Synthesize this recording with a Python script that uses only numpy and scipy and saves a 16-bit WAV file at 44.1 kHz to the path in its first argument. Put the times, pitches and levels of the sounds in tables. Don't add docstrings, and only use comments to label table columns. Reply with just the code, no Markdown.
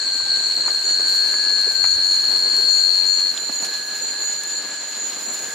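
import sys
import numpy as np
from scipy import signal
from scipy.fft import rfft, irfft, next_fast_len
from scipy.io import wavfile
from scipy.ndimage import uniform_filter1d

SR = 44100
rng = np.random.default_rng(int(sys.argv[2]) if len(sys.argv) > 2 else 0)


def int16_out(signal):
    q = np.round(np.clip(np.atleast_2d(signal).T, -1, 1) * 32767)
    wavfile.write(sys.argv[1], SR, q.astype(np.int16))


N = 244314
TIME = np.arange(N) / SR

# (time [s], level [dB], left over right [dB])
CRICKET_PATH = [(0.0, -27, 1), (0.15, -23, 2), (0.8, -23, -1), (0.81, -27, 5.0), (0.88, -19, -0.5),
                (1.14, -19, 4.5), (1.21, -18, 7.5), (1.3, -20.5, 5), (1.67, -18, 6), (1.74, -25, 2.5),
                (1.77, -21, 8.5), (1.84, -16.5, 1), (2.0, -18.5, 2), (2.02, -19.5, 5), (2.12, -15.5, 1),
                (2.22, -21.5, -3), (2.34, -18.5, 6.5), (2.64, -16.5, 3.5), (2.73, -17, 8.5),
                (3.29, -20.5, 7)]
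# (time [s], level relative to the direct song [dB])
CRICKET_SCATTER = [(0, -6.5), (1, -7), (2, -7.5), (3.3, -7.5)]
CRICKET_STOP_S = 3.322
STROKES_PER_S, SLOWING_PER_S2 = 92.66, 0.12

# (time [s], level [dB], left over right [dB])
FAR_CRICKET_PATH = [(0, -23.5, 4), (1.2, -26, 6), (2.2, -26.5, 10), (3.35, -28.5, -1.5), (3.9, -28, 0.5),
                    (4.28, -29, 0.5), (4.7, -33, 2.5), (5.54, -36, 2.5)]
# (wing tone [Hz], stroke rate [1/s], relative level [dB])
FAR_CRICKET_VOICES = [(4217, 92.9, -1), (4363, 98.5, -6), (4199, 99, -2.5), (4413, 95.1, -15.5)]

# (start [s], length [s], wing resonance [Hz], level [dB], left over right [dB])
KATYDID_CHIRPS = [(0, 0.05, 7060, -36.0, 0), (0.12, 0.1, 7210, -37.5, 1), (0.34, 0.14, 7050, -35.5, -1),
                  (0.35, 0.13, 6830, -39.5, -2), (0.64, 0.06, 6920, -31.0, 4), (0.79, 0.11, 7210, -37.5, 5),
                  (0.83, 0.1, 6890, -29.5, 0), (0.83, 0.1, 7040, -33.0, 2), (1.04, 0.14, 6870, -36.0, 0),
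                  (1.04, 0.14, 7060, -36.5, -1), (1.04, 0.16, 7210, -36.5, 2), (1.28, 0.14, 6840, -39.5, 1),
                  (1.28, 0.14, 7070, -34.0, -2), (1.48, 0.07, 6860, -35.0, 0), (1.5, 0.12, 7215, -38.0, 1),
                  (1.67, 0.16, 7205, -34.0, 3), (1.82, 0.13, 6895, -29.5, 0), (2.03, 0.13, 6895, -30.5, -1),
                  (2.17, 0.12, 6865, -36.5, -2), (2.29, 0.12, 7060, -37.0, 0),
                  (2.47, 0.13, 7065, -34.5, -4), (2.58, 0.12, 7215, -39.5, 3),
                  (2.68, 0.12, 6885, -27.5, -2), (2.68, 0.18, 7050, -36.0, -3),
                  (2.72, 0.13, 7210, -35.0, 4), (2.81, 0.14, 6865, -38.0, 0), (3.05, 0.12, 7215, -33.5, -1),
                  (3.05, 0.15, 6880, -30.0, 0), (3.09, 0.13, 7050, -33.0, -5),
                  (3.34, 0.15, 7065, -32.0, -4), (3.52, 0.13, 6890, -29.0, -1),
                  (3.52, 0.14, 7210, -37.0, 1), (3.86, 0.1, 6865, -36.5, -4), (4.0, 0.11, 6870, -32.5, 0),
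                  (4.0, 0.12, 7050, -32.0, -5), (4.11, 0.13, 7195, -35.5, -1), (4.2, 0.14, 6893, -26.0, -3),
                  (4.22, 0.15, 7065, -32.5, -4), (4.38, 0.2, 6875, -35.5, -3),
                  (4.45, 0.15, 7060, -30.5, -1), (4.46, 0.14, 7200, -38.0, -2),
                  (4.68, 0.15, 7195, -37.0, -3), (4.8, 0.12, 6875, -36.0, -3),
                  (4.95, 0.13, 7050, -33.0, -4), (4.98, 0.12, 6870, -31.0, -3),
                  (5.18, 0.18, 7075, -31.5, -3), (5.37, 0.09, 6895, -31.5, 0),
                  (5.45, 0.09, 7050, -38.0, -1)]
CHIRP_ATTACK_S, CHIRP_RELEASE_S = 0.01, 0.016
CHIRP_WIDTH_HZ = 49
PIPS_BELOW_HZ = 6960
PIPS_EQUAL_DB = -23
PIP_RATE = 26.5
# (centre [Hz], width [Hz], relative level [dB])
BLUR_MODES = [(6740, 350, -6.5), (6860, 78, 1.5), (7050, 23, -1.5), (7202, 51, -5.5)]
# (time [s], level [dB])
BLUR_PATH = [(0, -37.5), (1.5, -38), (2.6, -38.5), (3.8, -36), (4.4, -36.5), (5.54, -33.5)]

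# (time [s], level [dB])
BUZZ_PATH = [(0, -44), (.8, -43.5), (1.1, -51), (1.4, -66)]

# (time [s], lower level [dB], upper level [dB])
TRILL_PARTIALS = [(0.0, -39, -44), (0.08, -42, -69), (0.35, -36, -48), (0.52, -44.5, -48.5),
                  (1.27, -38, -39), (1.39, -42, -36.5), (1.82, -38.5, -44), (2.25, -44.5, -42),
                  (2.84, -42, -46), (2.93, -53.5, -48), (3.39, -45, -47.5), (3.56, -64, -46),
                  (3.66, -44, -41.5), (4.47, -53, -42), (4.72, -50, -42.5), (5.06, -50.5, -49.5),
                  (5.52, -45, -42), (5.54, -45, -38)]
TRILL_HZ, TRILL_PULSES_PER_S = 1578.5, 99.7

# (frequency [Hz], relative density [dB])
RUMBLE_SPECTRUM = [(10, -30), (28, -14), (55, -8), (85, -1), (130, -10), (250, -17), (600, -70)]
UNDERGROWTH_SPECTRUM = [(15, -60), (50, -45), (120, -11), (220, -4), (350, 0), (500, -2), (800, -5),
                        (1400, -8.5), (3000, -13.5), (7000, -70)]
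AIR_SPECTRUM = [(20, -60), (200, -12.5), (600, -1), (1200, -1), (2200, -0.5), (3500, 0), (5000, 1),
                (5800, -5.5), (7500, -3), (9500, -10.5), (15000, -34)]
HISS_SPECTRUM = [(1500, -32), (5000, 1), (8500, 0), (10500, 1), (13000, 0), (15500, -5.5)]
# (time [s], level [dB])
RUMBLE_PATH = [(0, -66), (.25, -56.5), (.6, -70), (1.15, -61), (1.45, -68), (1.95, -49), (2.15, -71),
               (3.2, -77), (5.1, -74), (5.54, -65)]
UNDERGROWTH_PATH = [(0, -46.5), (.6, -45), (1.2, -44.5), (2.1, -44.5), (2.6, -43.5), (2.95, -45.5),
                    (3.5, -45), (4.9, -47.5), (5.3, -42.5), (5.54, -43)]
HISS_PATH = [(0, -55), (.55, -50), (1.04, -48), (1.1, -42.5), (1.4, -48.5), (2.2, -44.5), (2.6, -45.5),
             (2.85, -46), (3.65, -47.5), (4.2, -48), (4.85, -52), (5.4, -43.5)]
AIR_DB = -39
# (frequency [Hz], correlation [1])
SIDE_LIKENESS = [(30, 1.5), (70, 0), (150, 0.85), (400, 0.9), (1200, 0.86), (3000, 0.65), (6000, 0.53),
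                 (10000, 0.2), (14000, -0.07)]
# (frequency [Hz], left over right [dB])
SIDE_BALANCE = [(30, 4), (70, 3), (150, 0), (600, -0.5), (1500, 0), (3000, 0), (6000, 0), (12000, 0)]

# (time [s], thud level [dB], crunch level [dB], time to fall 60 dB [s])
FOOTFALLS = [(0.197, -43, -38.5, 0.14), (0.659, -64, -35, 0.1), (0.679, -35, -32, 0.17),
             (0.993, -35.5, -36, 0.11), (1.337, -55, -38.5, 0.082), (1.494, -40, -44, 0.084),
             (1.665, -38, -51, 0.092), (1.71, -38, -47, 0.09), (1.839, -40, -28, 0.11),
             (2.338, -36.5, -40, 0.18), (2.45, -37, -45, 0.22), (2.599, -41, -43, 0.13),
             (2.678, -39, -41, 0.14), (3.492, -35, -40, 0.086), (3.622, -37, -45, 0.21),
             (4.129, -40, -40, 0.19)]
# (frequency [Hz], relative density [dB])
THUD_SPECTRUM = [(20, -60), (70, -39), (200, -7), (420, 6.5), (650, 5.5), (1200, -1), (4000, -50)]
CRUNCH_SPECTRUM = [(30, -60), (180, -24), (650, -13), (1200, 3.5), (2100, 0.5), (3200, -9), (9000, -34)]

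# (time [s], level [dB], time to fall 60 dB [s], low cutoff [Hz])
LEAF_TICKS = [(0.3737, -23, 0.056, 6000), (0.5123, -30, 0.2, 2000), (0.9028, -27, 0.058, 2000),
              (1.0799, -26, 0.1, 7000), (1.2805, -24, 0.06, 5000), (1.6132, -25, 0.05, 5000),
              (1.72, -22.5, 0.06, 5000), (2.5656, -18, 0.036, 7000), (3.2034, -23, 0.05, 3000),
              (3.377, -24, 0.039, 3000), (3.625, -25, 0.22, 1500), (3.6472, -20, 0.2, 1500),
              (3.7393, -27, 0.07, 1500), (4.1091, -28, 0.05, 8000), (4.4357, -19, 0.03, 7000),
              (5.343, -22, 0.04, 700), (5.3925, -30, 0.05, 1000), (5.5206, -27, 0.039, 6000)]
# (frequency [Hz], relative density [dB])
TICK_SPECTRUM = [(40, -50), (500, 1), (2000, 1), (5500, 6), (9000, 2), (13000, -7), (16000, -19)]

# (time [s], pitch [Hz], peak level [dB], half length [s])
WOOD_KNOCKS = [(0.682, 950, -27, 0.0011), (0.999, 472, -26.5, 0.0019), (1.678, 436, -26.5, 0.0035),
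               (1.844, 888, -19, 0.00072), (1.964, 86, -39, 0.0076), (2.344, 380, -38, 0.0015),
               (2.461, 480, -42, 0.0037), (2.594, 403, -35.5, 0.0069), (2.642, 380, -34, 0.0018),
               (2.655, 362, -40, .002), (3.377, 3560, -13, 0.00045), (3.437, 420, -36, 0.0046),
               (3.501, 266, -31, 0.0046), (3.63, 270, -33, 0.0032)]

EDGE_HZ = 15730


def amp(db):
    return 10 ** (np.asarray(db) / 20)


def unit(x):
    return x / np.sqrt(np.mean(x ** 2) + 1e-20)


def curves(rows):
    s, *columns = np.transpose(rows)
    return [np.interp(TIME, s, column) for column in columns]


def read(points, hz):
    f, value = np.transpose(points)
    return np.interp(np.log(hz + 1), np.log(f + 1), value)


def add(mix, s, sound):
    part = mix[:, max(round(s * SR), 0):][:, :sound.shape[1]]
    part += sound[:, :part.shape[1]]


def wander(rate):
    size = next_fast_len(N)
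    hz = np.fft.rfftfreq(size, 1 / SR)
    spectrum = rfft(rng.standard_normal(size)) * np.exp(-(hz / rate) ** 2)
    return unit(irfft(spectrum, size)[:N])


def flutter(depth_db, rate):
    return amp(depth_db * wander(rate))


def held(x, span):
    power = uniform_filter1d((x ** 2).mean(0), int(span * SR))
    return x / np.sqrt(power + 1e-9)


def place(x, pan_db):
    sides = amp(np.array([pan_db, -pan_db]).reshape(2, -1) / 2)
    middle_rms = np.sqrt(np.mean(x.mean(0) ** 2))
    return x / middle_rms * sides / sides.mean(0)


def partner(a, b, same):
    return same * a + np.sqrt(1 - same ** 2) * b


def noise(gain, same, size=N):
    a, b = rfft(rng.standard_normal((2, size)))
    same = np.clip(same, -1, 1)
    x = irfft(gain * np.array([a, partner(a, b, same)]), size)
    return x / np.sqrt(np.mean(x.mean(0) ** 2))


def wash(spectrum, size=N):
    hz = np.fft.rfftfreq(size, 1 / SR)
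    lean = read(SIDE_BALANCE, hz) / 2
    gain = amp(read(spectrum, hz) + np.array([lean, -lean]))
    return noise(gain, read(SIDE_LIKENESS, hz), size)


def rasp(modes, same, size=N):
    hz = np.fft.rfftfreq(size, 1 / SR)
    power = sum(amp(db) ** 2 / width / (1 + ((hz - f) / width) ** 2) ** 3 for f, width, db in modes)
    return noise(np.sqrt(power), same, size)


def trees(x, t60, same, drift=1.288, count=3):
    t = np.arange(SR // 2) / SR
    shape = (count, 2, len(t))
    arrivals = rng.standard_normal(shape) * (rng.random(shape) < 2000 / SR)
    taps = arrivals * amp(-60 * t / t60)
    out = np.zeros((2, N))
    for k in range(count):
        echo = irfft(rfft(x) * rfft(taps[k], N), N)
        out += unit(echo) * np.cos(np.pi * (drift * TIME + k / count))
    same = np.clip(same, -1, 1)
    return unit(np.array([out[0], partner(out[0], out[1], same)]))


def strokes(rate, tone_hz, fall_hz, rise, fade, jitter, overtone_db):
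    turns = np.cumsum(rate) / SR + rng.random()
    which, u = turns.astype(int), turns % 1
    slip, size = rng.standard_normal((1000, 2))[which].T
    cycles = (tone_hz * (u - 0.5) - fall_hz * (u - 0.5) ** 2 / 2) / rate.mean()
    phase = 2 * np.pi * cycles + jitter * slip
    swell = u ** abs(rise) * (1 - u) ** abs(fade) * amp(0.78 * size)
    return unit(swell * (np.sin(phase) + amp(overtone_db) * np.sin(2 * phase)))


def near_cricket():
    level_db, pan_db = curves(CRICKET_PATH)
    scatter_db, = curves(CRICKET_SCATTER)
    rate = (STROKES_PER_S - SLOWING_PER_S2 * TIME) * (1 + 0.0006 * wander(8))
    overtone_db = -33.0 - scatter_db
    song = strokes(rate, tone_hz=4284, fall_hz=340, rise=0.7, fade=1.1, jitter=0.1,
                   overtone_db=overtone_db)
    lag_s = 0.0026 + 0.00008 * np.array([wander(3.4), wander(4.4)])
    ground = amp(-11.5) * np.interp(TIME - lag_s, TIME, song)
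    scatter = amp(scatter_db) * trees(song, t60=0.19, same=-0.29)
    heard = held(song + ground + scatter, 0.091)
    singing = np.clip((CRICKET_STOP_S - TIME) / 0.032 + 0.5, 0, 1)
    placed = place(heard, pan_db + 1.5 * wander(8))
    return placed * amp(level_db) * flutter(depth_db=0.5, rate=8) * singing


def far_crickets():
    level_db, pan_db = curves(FAR_CRICKET_PATH)
    song = np.zeros(N)
    for tone_hz, rate, db in FAR_CRICKET_VOICES:
        wavering_rate = rate * (1 + 0.00093 * wander(2.947))
        song += amp(db) * strokes(wavering_rate, tone_hz, fall_hz=510, rise=1.14, fade=1.43,
                                  jitter=0.73, overtone_db=-29.0)
    heard = held(amp(-1.5) * unit(song) + trees(song, t60=0.57, same=0.061), 0.075)
    return place(heard, pan_db) * amp(level_db) * flutter(depth_db=1.2, rate=9)


def chirp(length, hz, db, pan_db):
    t = np.arange(SR // 3) / SR
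    voice = rasp([(hz, CHIRP_WIDTH_HZ, 0)], same=0.54, size=len(t))
    if hz < PIPS_BELOW_HZ:
        pips = unit(np.sin(np.pi * PIP_RATE * t) ** 4 * np.sin(2 * np.pi * hz * t))
        voice = voice + pips * amp(db - PIPS_EQUAL_DB)
    attack = 1 - np.exp(-t / CHIRP_ATTACK_S)
    release = np.exp(-np.maximum(t - length, 0) / CHIRP_RELEASE_S)
    return place(held(voice, 0.024), pan_db) * amp(db) * attack * release


def katydids():
    level_db, = curves(BLUR_PATH)
    blur = place(rasp(BLUR_MODES, same=0.33), pan_db=-0.7)
    out = blur * amp(level_db) * flutter(depth_db=1.5, rate=17)
    for start, *row in KATYDID_CHIRPS:
        add(out, start, chirp(*row))
    return out


def thin_buzz():
    level_db, = curves(BUZZ_PATH)
    pulse_hz = 50 + 2 * wander(4.4)
    pulsing = 1 + 0.5 * np.sin(2 * np.pi * np.cumsum(pulse_hz) / SR)
    return rasp([(7800, 190, -13), (7860, 270, -5)], same=0.6) * pulsing * amp(level_db)


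def low_trill():
    lower_db, upper_db = curves(TRILL_PARTIALS)
    tone = 2 * np.pi * np.cumsum(TRILL_HZ + 2 * wander(10.5)) / SR
    pulse = 2 * np.pi * np.cumsum(TRILL_PULSES_PER_S + 2.27 * wander(5.82)) / SR
    levels = [lower_db - 16, lower_db, upper_db, upper_db - 17.0]
    song = np.zeros(N)
    for k, db in enumerate(levels):
        partial = np.cos(tone + (k - 1) * pulse)
        song += np.sqrt(2) * amp(db) * flutter(depth_db=1.02, rate=10) * partial
    blur = rasp([(1630, 160, 0)], same=0.7) * np.hypot(amp(lower_db), amp(upper_db))
    direct = song * amp([[-2.4], [2.3]])
    return direct + amp(-9.5) * blur + amp(-46.5) * trees(song, t60=0.88, same=0.59)


def forest_floor():
    rumble_db, = curves(RUMBLE_PATH)
    growth_db, = curves(UNDERGROWTH_PATH)
    hiss_db, = curves(HISS_PATH)
    rumble = wash(RUMBLE_SPECTRUM) * amp(rumble_db) * flutter(depth_db=2.5, rate=24)
    undergrowth = wash(UNDERGROWTH_SPECTRUM) * amp(growth_db) * flutter(depth_db=2.5, rate=28)
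    air = wash(AIR_SPECTRUM) * amp(AIR_DB) * flutter(depth_db=1.27, rate=22)
    crackle = flutter(depth_db=1.3, rate=290) * flutter(depth_db=1.9, rate=24)
    hiss = wash(HISS_SPECTRUM) * amp(hiss_db) * crackle
    return rumble + undergrowth + air + hiss


def steps():
    out, t = np.zeros((2, N)), np.arange(SR // 4) / SR
    for s, thud_db, crunch_db, t60 in FOOTFALLS:
        clumps = amp(2.8 * unit(uniform_filter1d(rng.standard_normal(len(t)), size=150)))
        thud = amp(thud_db) * wash(THUD_SPECTRUM, len(t))
        crunch = amp(crunch_db) * wash(CRUNCH_SPECTRUM, len(t))
        envelope = (1 - np.exp(-t / 0.00097)) * amp(-60 * t / t60)
        add(out, s, (thud + crunch) * clumps * envelope)
    return out


def ticks():
    out, t = np.zeros((2, N)), np.arange(SR // 5) / SR
    for s, db, t60, lowest_hz in LEAF_TICKS:
        grains = amp(3.8 * unit(uniform_filter1d(rng.standard_normal(len(t)), size=40)))
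        crack = amp(-5) * np.exp(-t / 0.0012)
        rustle = amp(-13) * amp(-60 * t / t60) * grains
        sound = amp(db) * wash(TICK_SPECTRUM, len(t)) * (crack + rustle)
        thin = signal.butter(2, lowest_hz, "high", fs=SR, output="sos")
        add(out, s, signal.sosfilt(thin, sound))
    return out


def knocks():
    out = np.zeros(N)
    for s, hz, db, length in WOOD_KNOCKS:
        envelope = np.exp(-((TIME - s) / length) ** 2)
        out += amp(db) * envelope * np.cos(2 * np.pi * hz * (TIME - s))
    return out


def scene():
    insects = near_cricket() + far_crickets() + katydids() + thin_buzz() + low_trill()
    return insects + forest_floor() + steps() + ticks() + knocks()


def record(dry):
    lowpass = signal.firwin(801, EDGE_HZ, window=("kaiser", 9), fs=SR)
    return signal.oaconvolve(dry, lowpass[None], "same")


dry = scene()
out = record(dry)
int16_out(out)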